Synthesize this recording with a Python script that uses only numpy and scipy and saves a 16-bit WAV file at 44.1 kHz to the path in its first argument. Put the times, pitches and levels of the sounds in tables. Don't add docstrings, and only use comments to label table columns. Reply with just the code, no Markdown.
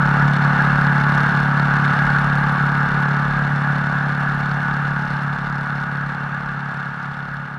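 import sys
import numpy as np
from scipy import signal
from scipy.io import wavfile
from scipy.ndimage import uniform_filter1d

SR = 44100
rng = np.random.default_rng(int(sys.argv[2]) if len(sys.argv) > 2 else 0)


def generate_wav(sig):
    pcm = np.round(np.clip(np.atleast_2d(sig).T, -1, 1) * 32767).astype(np.int16)
    wavfile.write(sys.argv[1], SR, pcm)


def nominal_scale(level):
    x = np.asarray(level, float) / 20
    return 10 ** x


N = 334278
T = np.arange(N) / SR


def evened(x):
    return x / np.sqrt(np.mean(x ** 2) + 1e-20)


def curve(rows):
    times, values = np.transpose(rows)
    return np.interp(T, times, values)


def wander(hz):
    lowpass = signal.butter(2, hz, fs=SR / 64, output="sos")
    coarse = signal.sosfilt(lowpass, rng.standard_normal(N // 64 + 201))[200:]
    return evened(np.interp(np.arange(N) / 64, np.arange(len(coarse)), coarse))


def band_noise(low_hz, high_hz, noise):
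    band = signal.butter(2, [low_hz, high_hz], "bandpass", fs=SR, output="sos")
    return signal.sosfilt(band, noise)


def ring(modes, count=1024):
    t = np.arange(count) / SR
    out = np.zeros(count)
    for hz, width_hz, db in modes:
        decay = np.sqrt(width_hz) * np.exp(-np.pi * width_hz * t)
        out += nominal_scale(db) * decay * np.sin(2 * np.pi * hz * t)
    return out


# start_s, level_db
GUSTS = [(0, -2.5), (.2, 0), (.33, -3.5), (.55, 0), (.93, -1.5), (1.06, -1), (1.3, 1), (1.43, -1),
         (1.55, -0.5), (1.7, -.5), (2.1, 1.5), (2.26, -0.5), (2.9, 0), (3.8, -0.5), (4.7, 0.5), (5.3, -.5),
         (6.5, 1), (7.58, 1)]


def gusting():
    return curve(GUSTS)


# pitch_hz, level_db (per Hz)
ROAR_COLOUR = [(30, -19.5), (85, -17.5), (125, -23.5), (250, -20), (500, -22), (710, -21), (1040, -18),
               (1700, -10.5), (1950, -18.5), (2450, -28), (4700, -46.5), (8000, -56), (11500, -61),
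               (15500, -60)]
# pitch_hz, width_hz, lift_db
HOUSING = [(350, 60, -14), (843, 159, 9.5), (1150, 147, 8), (1397, 324, 8), (1655, 145, 5), (2726, 96, 7),
           (3530, 900, 3), (4280, 400, 4.5), (5700, 920, 4), (9700, 920, 2.5)]


def roar(patchy_db=0.5, swell_db=0.4):
    frames, hz = N // 512 + 5, np.fft.rfftfreq(2048, 1 / SR)
    real, imaginary, patches = rng.standard_normal((frames, 1025, 3)).T
    patches = uniform_filter1d(patches, 20, 0)
    patches = evened(uniform_filter1d(patches, 6, 1))
    colour_hz, colour_db = np.transpose(ROAR_COLOUR)
    colour = nominal_scale(np.interp(np.log(hz + 1), np.log(colour_hz), colour_db))
    for centre_hz, width_hz, lift_db in HOUSING:
        colour = colour * nominal_scale(lift_db * np.exp(-.5 * (2 * (hz - centre_hz) / width_hz) ** 2))
    spectra = (real + 1j * imaginary) * colour[:, None] * nominal_scale(patchy_db * patches)
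    noise = signal.istft(spectra, nperseg=2048, noverlap=1536)[1][:N]
    return evened(noise) * nominal_scale(swell_db * wander(hz=6.4))


def wind(gust_db, level_db=-39.5, follows=0.78, drop_db_per_s=1, lumpy_db=0.3):
    lumpy = rng.standard_normal(N) * nominal_scale(lumpy_db * wander(hz=22))
    return nominal_scale(level_db + follows * gust_db - drop_db_per_s * T) * evened(band_noise(150, 480, lumpy))


# start_s (of the peak), level_db (before the fade), half_length_s
JOLTS = [(.08, -35, .04), (.22, -37, .08), (.55, -44, .07), (.74, -36, .1), (1.01, -40, .04),
         (1.138, -39, .05), (1.43, -38, 0.045), (1.69, -39, .12), (2.09, -31, .04), (2.24, -35, .05),
         (2.4, -38, .1), (2.649, -41, .08), (2.94, -34, .07), (3.33, -33, 0.087), (3.76, -39, .1),
         (3.93, -39, .04), (4.35, -37, .1), (4.54, -36, .04), (4.71, -35, .06), (4.96, -38, .06),
         (5.13, -35, .04), (5.45, -36, 0.14), (5.85, -37, .05), (6.06, -37, .06), (6.48, -33, 0.065),
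         (7.08, -39, .05), (7.33, -35, .07)]


def shaking(hum_db=-54.5):
    return nominal_scale(hum_db) + sum(nominal_scale(db) * np.exp(-((T - s) / half_s) ** 2) for s, db, half_s in JOLTS)


def buffeting(hz=49.6, drift_hz=2.7):
    turns = np.cumsum(hz + drift_hz * wander(hz=4.5)) / SR
    return shaking() * np.sqrt(2) * np.sin(2 * np.pi * turns)


# start_s, level_db (peak), pitch_hz
LOUD_TICKS = [(0.0842, -45, 10100), (0.1126, -45, 9670), (0.7562, -45.5, 9680), (0.814, -42.5, 10900),
              (1.0091, -46, 9540), (1.0929, -44, 9500), (1.1209, -49, 9990), (1.2121, -41.5, 10400),
              (1.2331, -46, 9930), (2.1939, -42, 10300), (2.355, -45, 9760), (2.383, -47, 9590),
              (2.4109, -47, 9640), (2.4952, -47, 9840), (2.5232, -40.5, 9630), (2.5516, -48, 9810),
              (2.6633, -47, 10400), (2.7487, -46, 9650), (2.7756, -44, 9550), (2.8579, -47.5, 9520),
              (3.019, -42, 10400), (3.1961, -47, 9780), (3.7848, -48, 9670), (4.2058, -48, 10100),
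              (4.3465, -44.5, 9520), (4.3874, -47.5, 11900), (4.6244, -48, 9740), (5.2305, -44, 9510),
              (5.9698, -51, 10400), (7.3412, -48, 10100)]


def loud_ticks(fade, ring_s=.0025, delay_s=.0013, low_ring_s=.002, lid_hz=12100, small_per_s=4, small_db=-53):
    t = np.arange(300) / SR
    small = nominal_scale(small_db) * fade * (rng.random(N) < small_per_s / SR)
    lid = nominal_scale(-60 * t / ring_s) * np.sin(2 * np.pi * lid_hz * t)
    out = signal.oaconvolve(small, nominal_scale(9.5) * lid)
    for s, db, hz in LOUD_TICKS:
        click = nominal_scale(4 - 60 * t / ring_s) * np.sin(2 * np.pi * hz * t)
        low_ring = nominal_scale(1.5 - 60 * t / low_ring_s) * np.sin(np.pi * hz * t)
        out[round((s + delay_s) * SR):][:300] += nominal_scale(db) * (click + low_ring + nominal_scale(-1) * lid)
    return out[:N]


# start_s, speed_hz (engine cycles a second)
SPEED = [(0.0, 35.643), (0.4, 35.764), (0.8, 35.628), (1.2, 35.679), (1.6, 35.643), (2.0, 35.671),
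         (2.4, 35.651), (3.2, 35.684), (3.6, 35.675), (4.0, 35.641), (4.4, 35.598), (4.8, 35.643),
         (5.2, 35.507), (5.6, 35.419), (6.4, 35.326), (6.8, 35.185), (7.2, 35.147), (7.58, 35.28)]


def crank():
    return -.084 + np.cumsum(curve(SPEED)) / SR


# order (multiple of the cycle), level_db
GEARS = [(41.14, -7), (82.28, -36)]


def gears(turns, waver_db=1.0, slack_turns=0.013):
    out = np.zeros(N)
    for order, db in GEARS:
        phase = order * turns + slack_turns * wander(hz=2.2)
        out += np.sqrt(2) * nominal_scale(db + waver_db * wander(hz=15)) * np.cos(2 * np.pi * phase)
    return out


# place (0-1 in the cycle), knock_db (casing), tick_db (tappet)
VALVES = [(.05, -7, -9), (.10, -3, -7), (.14, -2, -5), (.195, -4, 0), (.33, -11, -8), (.40, -9, -12),
          (.455, -14, -7), (.57, -4, -8), (.62, -4, -6), (.67, -5, -9), (.705, -8, -5), (.82, -9, -7),
          (.86, -6, -10), (.895, -1, -3), (.915, -3, -6), (.965, -1, 2)]
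# pitch_hz, width_hz, level_db
CASING = [(2210, 170, 8), (2837, 460, 6), (3543, 250, 4.3), (4153, 200, -1)]
# pitch_hz, width_hz, level_db
TAPPETS = [(4180, 450, -10), (5230, 300, -12), (5800, 900, -35), (9500, 1600, -16)]


def valves(turns, knock_scatter_db=5.5, tick_scatter_db=7.0, rattle_s=0.00064, tick_s=0.00025):
    cycles = np.arange(int(turns[-1]))
    dull, bright = np.zeros(N), np.zeros(N)
    for place, knock_db, tick_db in VALVES:
        size = np.minimum(rng.exponential(1, len(cycles)), 2.2)
        shift = .005 * rng.standard_normal(len(cycles))
        where = np.interp(cycles + place + shift, turns, np.arange(N)).astype(int)
        dull[where] += nominal_scale(knock_db + knock_scatter_db * size)
        bright[where] += nominal_scale(tick_db + tick_scatter_db * rng.permutation(size))
    t = np.arange(400) / SR
    dull = signal.oaconvolve(dull, np.exp(-t / rattle_s))[:N] * rng.standard_normal(N)
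    bright = signal.oaconvolve(bright, np.exp(-t / tick_s))[:N] * rng.standard_normal(N)
    bright = np.convolve(bright, [1, 2, 1], "same") / 3
    casing = signal.oaconvolve(dull, ring(CASING))[:N]
    tappets = signal.oaconvolve(bright, ring(TAPPETS))[:N]
    return evened(casing + nominal_scale(6) * tappets)


# start_s, level_db
LOAD = [(0, -1.5), (.2, 0), (.9, 0), (1.15, 1.5), (1.45, -0.5), (1.8, 2), (2.85, 0), (2.95, -1.5), (3.1, 0),
        (3.9, 1), (4.35, 1.5), (4.95, 1), (5.13, 4), (5.3, 0), (5.55, 1.5), (6.48, -0.5), (6.75, 2.5),
        (7.58, 1.5)]


def clatter(turns, level_db=-39, rattle_db=.9, rattle_hz=12):
    frame = signal.butter(4, 10800, fs=SR, output="sos")
    strength = nominal_scale(level_db + curve(LOAD) + rattle_db * wander(rattle_hz))
    return strength * signal.sosfilt(frame, valves(turns))


# start_s (of the middle), level_db (over the usual boom)
ODD_FIRINGS = [(.25, 4), (.57, -3.5), (1.31, -6), (1.95, -6), (2.08, -4), (2.59, -4), (2.63, 3), (2.89, -6),
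               (3.33, -3), (3.53, 2.5), (3.7, 2.5), (4.64, -4), (5.07, -6), (5.2, -3), (5.25, 3),
               (5.38, -7), (5.48, -4), (5.68, -4.5), (5.86, -5.5), (6.17, -5), (6.29, -3), (6.43, -6),
               (6.6, -3), (6.73, -6), (6.83, -6), (6.94, -7), (7.01, -8), (7.15, -6), (7.27, -8),
               (7.49, -6)]


def firing_db(length_s=.025):
    return sum(db * np.exp(-((T - s) / length_s) ** 2) for s, db in ODD_FIRINGS)


# order (multiple of the cycle), level_db
EXHAUST = [(1, -41), (2, -37), (3, -17), (4, 0), (5, -7), (6, -12), (7, -15), (9, -28), (10, -30),
           (11, -28), (16, -26), (19, -24), (21, -21), (22, -21), (24, -17), (25, -25), (26, -19),
           (27, -20), (28, -23), (29, -25), (34, -27), (37, -19), (38, -19), (39, -27), (44, -25),
           (45, -25), (46, -18), (47, -25), (48, -24), (50, -26)]


def exhaust(turns, uneven_db=-0.04, knock_db=0.5, boom_db=-17.5, puff_db=-28.0, waver_db=0.7):
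    first, second, second_share = .93, .555, .7
    strength = nominal_scale(uneven_db * wander(hz=30))
    late = turns + .0012 * wander(hz=25)
    broken = nominal_scale(2.5 * wander(hz=7))
    thump, knock = np.zeros(N), np.zeros(N)
    for k in range(1, 51):
        db = dict(EXHAUST).get(k, -31)
        if k <= 10:
            level_db = db + 1 + waver_db * wander(hz=9)
            if k == 4:
                level_db = level_db + firing_db() + .7
            phase = k * turns - .04 * (k - 4)
            phase = phase - .18 * (k > 4.5)
            phase = phase + .1 * (k == 7)
            thump += nominal_scale(level_db) * np.cos(2 * np.pi * phase)
        else:
            pair = np.exp(-2j * np.pi * k * first) + second_share * np.exp(-2j * np.pi * k * second)
            smear = .006 * (k - 23) * abs(k - 23)
            bark = np.cos(2 * np.pi * (k * late - smear) + np.angle(pair))
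            knock += nominal_scale(db) * np.roll(broken, 7000 * k) * bark
    flow = sum(np.exp(-((turns - place + 0.025) % 1) / 0.37) for place in (first, second))
    gas = flow * rng.standard_normal(N)
    puff = evened(band_noise(720, 1050, gas))
    boom = evened(band_noise(145, 170, gas))
    note = strength * (thump + nominal_scale(knock_db) * knock) / np.std(thump)
    return note + nominal_scale(puff_db) * puff + nominal_scale(boom_db) * boom


def scene():
    turns = crank()
    gust_db = gusting()
    fade_start_s, silent_at_s = 0.5, 9.23
    fade = np.clip((silent_at_s - T) / (silent_at_s - fade_start_s), 0, 1)
    ride = nominal_scale(-19.5 + gust_db) * (roar() + gears(turns))
    ride += buffeting()
    ride += clatter(turns)
    ride += nominal_scale(-17.5 + 0.1 * wander(hz=6)) * exhaust(turns)
    return (fade * (ride + wind(gust_db)) + loud_ticks(fade))[None]


def roll_off(x):
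    return signal.sosfilt(signal.butter(12, 15100, fs=SR, output="sos"), x)


def record(dry):
    microphone = signal.butter(3, 13200, fs=SR, output="sos")
    mix = signal.sosfilt(microphone, dry)
    return roll_off(mix)


dry = scene()
out = record(dry)
generate_wav(out)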